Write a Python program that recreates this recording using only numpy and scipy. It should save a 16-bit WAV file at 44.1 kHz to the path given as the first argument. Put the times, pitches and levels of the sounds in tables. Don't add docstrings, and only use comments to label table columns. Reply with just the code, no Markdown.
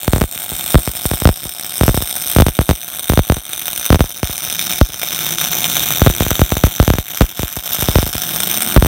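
import sys
import numpy as np
from scipy import signal
from scipy.fft import rfft, irfft, next_fast_len
from scipy.io import wavfile
from scipy.ndimage import uniform_filter1d

SR = 44100
rng = np.random.default_rng(int(sys.argv[2]) if len(sys.argv) > 2 else 0)


def transcribe(u):
    v = np.clip(np.atleast_2d(u).T, -1, 1)
    q = np.round(v * 32767).astype(np.int16)
    wavfile.write(sys.argv[1], SR, q)


N = 391166

# (time [s], relative level [dB])
ARC_STRENGTH = [(0.0, -29.5), (0.69, -24), (1.15, -25), (1.58, -29.5), (1.83, -24.5), (2.38, -23.5),
                (2.59, -27), (3.17, -27.0), (3.44, -28.5), (3.71, -26), (4.21, -27), (4.71, -23),
                (4.92, -31.5), (5.06, -24), (5.86, -21.5), (7.49, -27.5), (7.8, -23.5), (8.87, -23.5)]
# (time at the deepest [s], half length [s])
ARC_DIPS = [(0.277, 0.024), (3.429, 0.029), (3.889, 0.0052), (3.974, 0.024), (4.213, 0.024),
            (4.797, 0.0081), (5.374, 0.016), (7.034, 0.04), (7.334, .03), (7.615, 0.027), (8.107, 0.018)]
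# (time [s], pitch [Hz], level against the crackle before the mix [dB])
HUM_TRACK = [(0, 162.4, -23.5), (4.3, 157, -24), (4.65, 181, -12), (5.0, 174.8, -20), (5.25, 158.4, -10.5),
             (5.6, 172.2, -12), (5.85, 141, -11), (6.2, 149.5, -9), (7.7, 150, -22.5), (8.45, 175.6, -7.5),
             (8.65, 210.6, -8)]
# (time [s], signed relative height of the step [-])
JOLT_STEPS = [(0.0793, 1.86), (0.1335, -2.44), (0.1612, 1.13), (0.1816, 0.61), (0.2116, -0.85),
              (0.2163, -2.21), (0.2391, 0.68), (0.5187, -0.3), (0.7443, 3.18), (0.7546, -5.3), (0.784, 0.5),
              (0.8756, -0.85), (1.0548, 1.04), (1.1136, -1.16), (1.1358, -0.65), (1.2199, 0.79),
              (1.2544, 6.53), (1.2738, -2.1), (1.2905, 2.29), (1.4548, -0.27), (1.8107, 2.61),
              (1.834, -1.92), (1.8803, 2.8), (1.8925, -2.08), (1.9442, -0.98), (1.9743, 1.27),
              (2.0221, -0.49), (2.3632, 3.11), (2.3857, -3.4), (2.4009, 4.42), (2.4075, -1.25),
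              (2.4212, -3.01), (2.4653, 1.77), (2.4841, -1.03), (2.5897, 2.92), (2.6139, -0.74),
              (2.6913, 2.31), (2.7003, -1.21), (2.7107, -1.81), (3.0982, -2.39), (3.1206, 0.91),
              (3.1349, 1.2), (3.1749, -3.04), (3.192, 2.75), (3.2993, -3.02), (3.3211, 1.39),
              (3.3677, -0.45), (3.9036, 4.09), (3.9241, -1.2), (3.928, -3.71), (3.9452, 2.22),
              (3.9568, 1.09), (3.9936, -0.61), (4.0064, -3.24), (4.0415, 0.37), (4.231, -1.25),
              (4.2959, 0.33), (4.8127, 5.91), (4.8161, 1.12), (6.018, 3.8), (6.0637, -2.93),
              (6.0712, -4.68), (6.0996, 0.9), (6.2061, 1.83), (6.2229, -0.81), (6.2649, -0.82),
              (6.3135, -1.32), (6.3937, 1.31), (6.4166, 4.02), (6.5207, -1.71), (6.5682, 0.89),
              (6.6381, 4.85), (6.6681, -0.73), (6.7999, 4.95), (6.8272, -0.92), (6.8782, 2.43),
              (6.9022, -2.69), (6.9368, 1.15), (6.9845, -1.08), (7.209, 4.37), (7.2174, -1.53),
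              (7.2215, -2.04), (7.3938, 0.73), (7.4317, -0.9), (7.5694, 0.4), (7.8244, -0.82),
              (7.886, 1.76), (7.9549, -1.22), (7.9569, -3.25), (7.9851, 2.02), (8.0285, 1.03),
              (8.0659, -0.45), (8.152, -0.5), (8.763, 7.34), (8.7663, 2.39), (8.7747, -4.53),
              (8.8243, -2.6), (8.8475, 1.26), (8.8601, 1.1)]
# (time [s], level before the mix [dB])
LOUD_SPITS = [(2.336, -16), (2.351, -15), (3.0937, -9), (3.5952, -13.5), (3.6814, -8.5), (3.8542, -7),
              (3.8625, -8), (4.733, -11), (5.032, -4.5), (5.2652, -9), (5.3845, -6.5), (5.414, -3),
              (5.4723, -19), (5.7676, 0), (5.7955, -5.5), (6.306, 1), (7.1744, -10.5), (7.659, -15),
              (7.7333, -8), (7.8123, -10), (8.3619, -6), (8.4031, -1), (8.4336, -4.5), (8.514, -2),
              (8.5741, -1.5), (8.6225, -3)]
# (centre [Hz], width [Hz], strongest level [dB], time when strongest [s], depth of wane [dB],
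#  swell to swell [s])
CORNER_WAVES = [(663, 312, 2.5, 8.2, 2, 14.4), (1410, 770, 1.4, 7.5, 4.5, 15),
                (2300, 640, 1.4, 5.9, 4.5, 8.4), (3224, 950, 3.5, 7.3, 4.5, 17.5),
                (3680, 344, 8.5, 5.2, 3.5, 11), (4260, 260, -3, 5.1, 4.5, 4.9),
                (5337, 670, 4, 1.6, 11, 3.2), (6034, 520, 9, 5.73, 11.5, 13.5),
                (7370, 1300, -0.5, 6.53, 9, 7.2), (8570, 830, 8, 1.35, 9, 9.2),
                (9340, 810, 5.5, 4.04, 6, 6), (11600, 1100, 5, 2.2, 17.5, 13.5),
                (11780, 1100, 6, 7.5, 36, 15.5), (14340, 2500, 5.5, 6.7, 1.5, 9.1),
                (14800, 1200, -2, 2.5, 28, 7.5), (15300, 930, -14, 0.2, 10, 2.1)]
PHASE_TURNS_HZ = [57, 501, 6440]

DIP_DB = -6.5
LOSS_DB, FALTER_S, RECOVER_S = 0.63, .015, .24
SHORT_RATE, SHORT_SPREAD = 120, .36
SPATTER_RATE = 900
KICK_CHANCE, KICK_DELAY_S, KICK_HEIGHT = .4, .016, 0.24
SPIT_RATE, SPIT_WEAKEST_DB, SPIT_RANGE_DB = 5.6, 12, 6
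TOP_HZ = 15900


def undb(db):
    return 10 ** (np.asarray(db) / 20)


def curve(rows):
    return np.interp(np.arange(N) / SR, *np.transpose(rows))


def impulses(times, sizes):
    at = np.round(times * SR).astype(int)
    inside = (at >= 0) & (at < N)
    return np.bincount(at[inside], sizes[inside], N)


def fade(x, decay_s):
    return signal.lfilter([1], [1, -np.exp(-1 / (decay_s * SR))], x + 1e-18)


def filtered(x, response):
    size = next_fast_len(N + SR, real=True)
    s = 1j * np.arange(size // 2 + 1) * SR / size
    return irfft(rfft(x, size) * response(s), size)[:N]


def ring(x, hz, width_hz):
    return filtered(x, lambda s: width_hz * s / (s ** 2 + width_hz * s + hz ** 2))


def steady(x, span_s):
    return x / np.sqrt(uniform_filter1d(x ** 2, int(span_s * SR)) + 1e-12)


def bursts(times, sizes, decay_s, tail_s, tail_db, click_db):
    power = impulses(times, sizes ** 2)
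    puff = fade(power, decay_s / 2)
    fizz = undb(tail_db) ** 2 * fade(power, tail_s / 2)
    envelope = np.sqrt(puff + fizz)
    click = undb(click_db) * np.sqrt(decay_s * SR / 2) * impulses(times, sizes)
    return click + envelope * rng.standard_normal(N)


def burn_db():
    times, heights = np.transpose(JOLT_STEPS)
    t = np.arange(N) / SR
    since_jolt = t - np.r_[0, times][np.searchsorted(times, t)]
    upset = fade(impulses(times, np.abs(heights)), RECOVER_S)
    sag = LOSS_DB * upset * (1 - np.exp(-since_jolt / FALTER_S))
    dips = sum(np.exp(-((t - s) / half_s) ** 2) for s, half_s in ARC_DIPS)
    return curve(ARC_STRENGTH) - sag + DIP_DB * dips


def waver(depth_db, hz, width_hz):
    flutter = ring(rng.standard_normal(N), hz, width_hz)
    return undb(depth_db * flutter / flutter.std())


def shorts(heat_db, scatter_db, length_s, stretch, count=2):
    chance = rng.standard_normal((int(2 * SHORT_RATE * N / SR), 3 + count))
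    spacings = np.exp(SHORT_SPREAD * chance[:, 0] - SHORT_SPREAD ** 2 / 2) / SHORT_RATE
    starts = np.cumsum(spacings)
    relative_heat_db = np.interp(starts, np.arange(N) / SR, heat_db - heat_db.mean())
    lengths = length_s * undb(stretch * relative_heat_db) * np.exp(.7 * chance[:, 1])
    times = starts[:, None] + lengths[:, None] * np.linspace(0, 1, count)
    short_db = scatter_db * np.minimum(chance[:, 2:3], 1.6)
    crack_db = 3.2 * np.minimum(chance[:, 3:], 1.3)
    sizes = undb(short_db + crack_db)
    cracks = bursts(times.ravel(), sizes.ravel(), decay_s=.0005, tail_s=.003, tail_db=-14, click_db=0)
    return steady(cracks, span_s=0.098)


def spatter(scatter_db):
    count = int(SPATTER_RATE * N / SR)
    times = rng.uniform(0, N / SR, count)
    sizes = undb(scatter_db * rng.standard_normal(count))
    sizzle = bursts(times, sizes, decay_s=0.0012, tail_s=0.0011, tail_db=-10.0, click_db=-10)
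    return steady(sizzle, span_s=0.62)


def hum(flutter_s):
    s, hz, db = np.transpose(HUM_TRACK)
    phase = 2 * np.pi * np.cumsum(curve(np.c_[s, hz])) / SR
    flutter = fade(fade(rng.standard_normal((2, N)), flutter_s), flutter_s)
    tone = flutter[0] * np.cos(phase) + flutter[1] * np.sin(phase)
    return undb(curve(np.c_[s, db])) * steady(tone, span_s=0.12)


def steel(crackle):
    evenness = undb(curve(np.array(HUM_TRACK)[:, ::2]) / 2)
    rumble = undb(6.0) * ring(crackle, hz=176, width_hz=385)
    note = undb(15.5) * ring(crackle, hz=345, width_hz=4.5)
    return evenness * (rumble + note)


def tremors(rate):
    count = int(rate * N / SR)
    return impulses(rng.uniform(0, N / SR, count), rng.laplace(size=count))


def jolts():
    times, heights = np.transpose(JOLT_STEPS)
    luck, delay, size, sign = rng.uniform(size=(len(times), 4)).T
    kick_times = times + KICK_DELAY_S * 2 ** (2 * delay - 1)
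    kick_sizes = KICK_HEIGHT * np.minimum(np.abs(heights), 1) * (.5 + size)
    kicks = (luck < KICK_CHANCE) * kick_sizes * np.sign(sign - .5)
    return np.r_[times, kick_times], np.r_[heights, kicks]


def thumps(steps, leak_hz, low_cut_hz, damping):
    def response(s):
        step = SR / (2 * np.pi) / (s + leak_hz)
        cuts = [s ** 2 / (s ** 2 + damping * hz * s + hz ** 2) for hz in low_cut_hz]
        turns = [(s ** 2 - np.sqrt(2) * hz * s + hz ** 2) / (s ** 2 + np.sqrt(2) * hz * s + hz ** 2)
                 for hz in PHASE_TURNS_HZ]
        return step * np.prod(cuts + turns, axis=0)
    return filtered(steps, response)


def spits(burn, jolt_times, jolt_heights, jolt_db):
    loud_times, loud_db = np.transpose(LOUD_SPITS)
    place, force = rng.uniform(size=(int(SPIT_RATE * N / SR), 2)).T
    lesser = burn[(place * N).astype(int)] * undb(SPIT_WEAKEST_DB + SPIT_RANGE_DB * force)
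    jolt_sizes = undb(jolt_db) * np.minimum(np.abs(jolt_heights), 1)
    times = np.r_[loud_times, place * N / SR, jolt_times]
    sizes = np.r_[undb(loud_db), lesser, jolt_sizes]
    return bursts(times, sizes, decay_s=0.00046, tail_s=0.0011, tail_db=-12.5, click_db=-8)


def corner_response(s, valley_db, size=1024):
    hz = np.arange(size // 2 + 1) * SR / size
    centre, width, db, strongest_s, wane_db, period_s = np.transpose(CORNER_WAVES)[:, :, None]
    peaks = undb(db - wane_db * np.sin(np.pi * (s - strongest_s) / period_s) ** 2)
    resonances = peaks / (1 + (2 * (hz - centre) / width) ** 2)
    power = undb(valley_db) ** 2 + np.sum(resonances ** 2, axis=0)
    cepstrum = irfft(np.log(power) / 2)
    cepstrum[1:size // 2] *= 2
    cepstrum[size // 2 + 1:] = 0
    return irfft(np.exp(rfft(cepstrum)))


def corner(x, count=12):
    places = np.linspace(0, N / SR, count)
    coloured = np.zeros(N)
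    for s, weight in zip(places, np.eye(count)):
        share = curve(np.c_[places, weight])
        coloured += signal.oaconvolve(x * share, corner_response(s, valley_db=-42.0))[:N]
    return coloured


def workshop(x, t60_s, wet_db):
    t = np.arange(SR // 2) / SR
    tail = rng.standard_normal(len(t)) * np.exp(-np.log(1000) * t / t60_s) * (t > .003)
    return x + undb(wet_db) * signal.oaconvolve(x, tail / np.linalg.norm(tail))[:N]


def scene():
    heat_db = burn_db()
    burn = undb(heat_db) * waver(depth_db=1.65, hz=61.5, width_hz=20)
    jolt_times, jolt_heights = jolts()

    snaps = undb(4.0) * shorts(heat_db, scatter_db=1.17, length_s=.0006, stretch=.9)
    sizzle = undb(-2.5) * spatter(scatter_db=4.5)
    crackle = burn * (snaps + sizzle)
    cracks = undb(6.5) * spits(burn, jolt_times, jolt_heights, jolt_db=-15.5)
    arc = corner(crackle + cracks) + steel(crackle) + undb(-1) * burn * hum(flutter_s=0.007)
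    arc = signal.sosfilt(signal.butter(2, 70, "high", fs=SR, output="sos"), arc)

    big_steps = undb(-0.76) * impulses(jolt_times, jolt_heights)
    tiny_steps = undb(-7.5) * burn * tremors(rate=45)
    pops = thumps(big_steps + tiny_steps, leak_hz=54, low_cut_hz=[58, 35], damping=1.27)
    pops = pops + undb(-12) * ring(pops, hz=620, width_hz=250)
    return (workshop(arc, t60_s=0.12, wet_db=-11.0) + pops)[None]


def record(dry):
    squashed = dry / (1 + dry ** 4) ** (1 / 4)
    return signal.sosfilt(signal.ellip(10, .1, 70, TOP_HZ, fs=SR, output="sos"), squashed)


dry = scene()
out = record(dry)
transcribe(out)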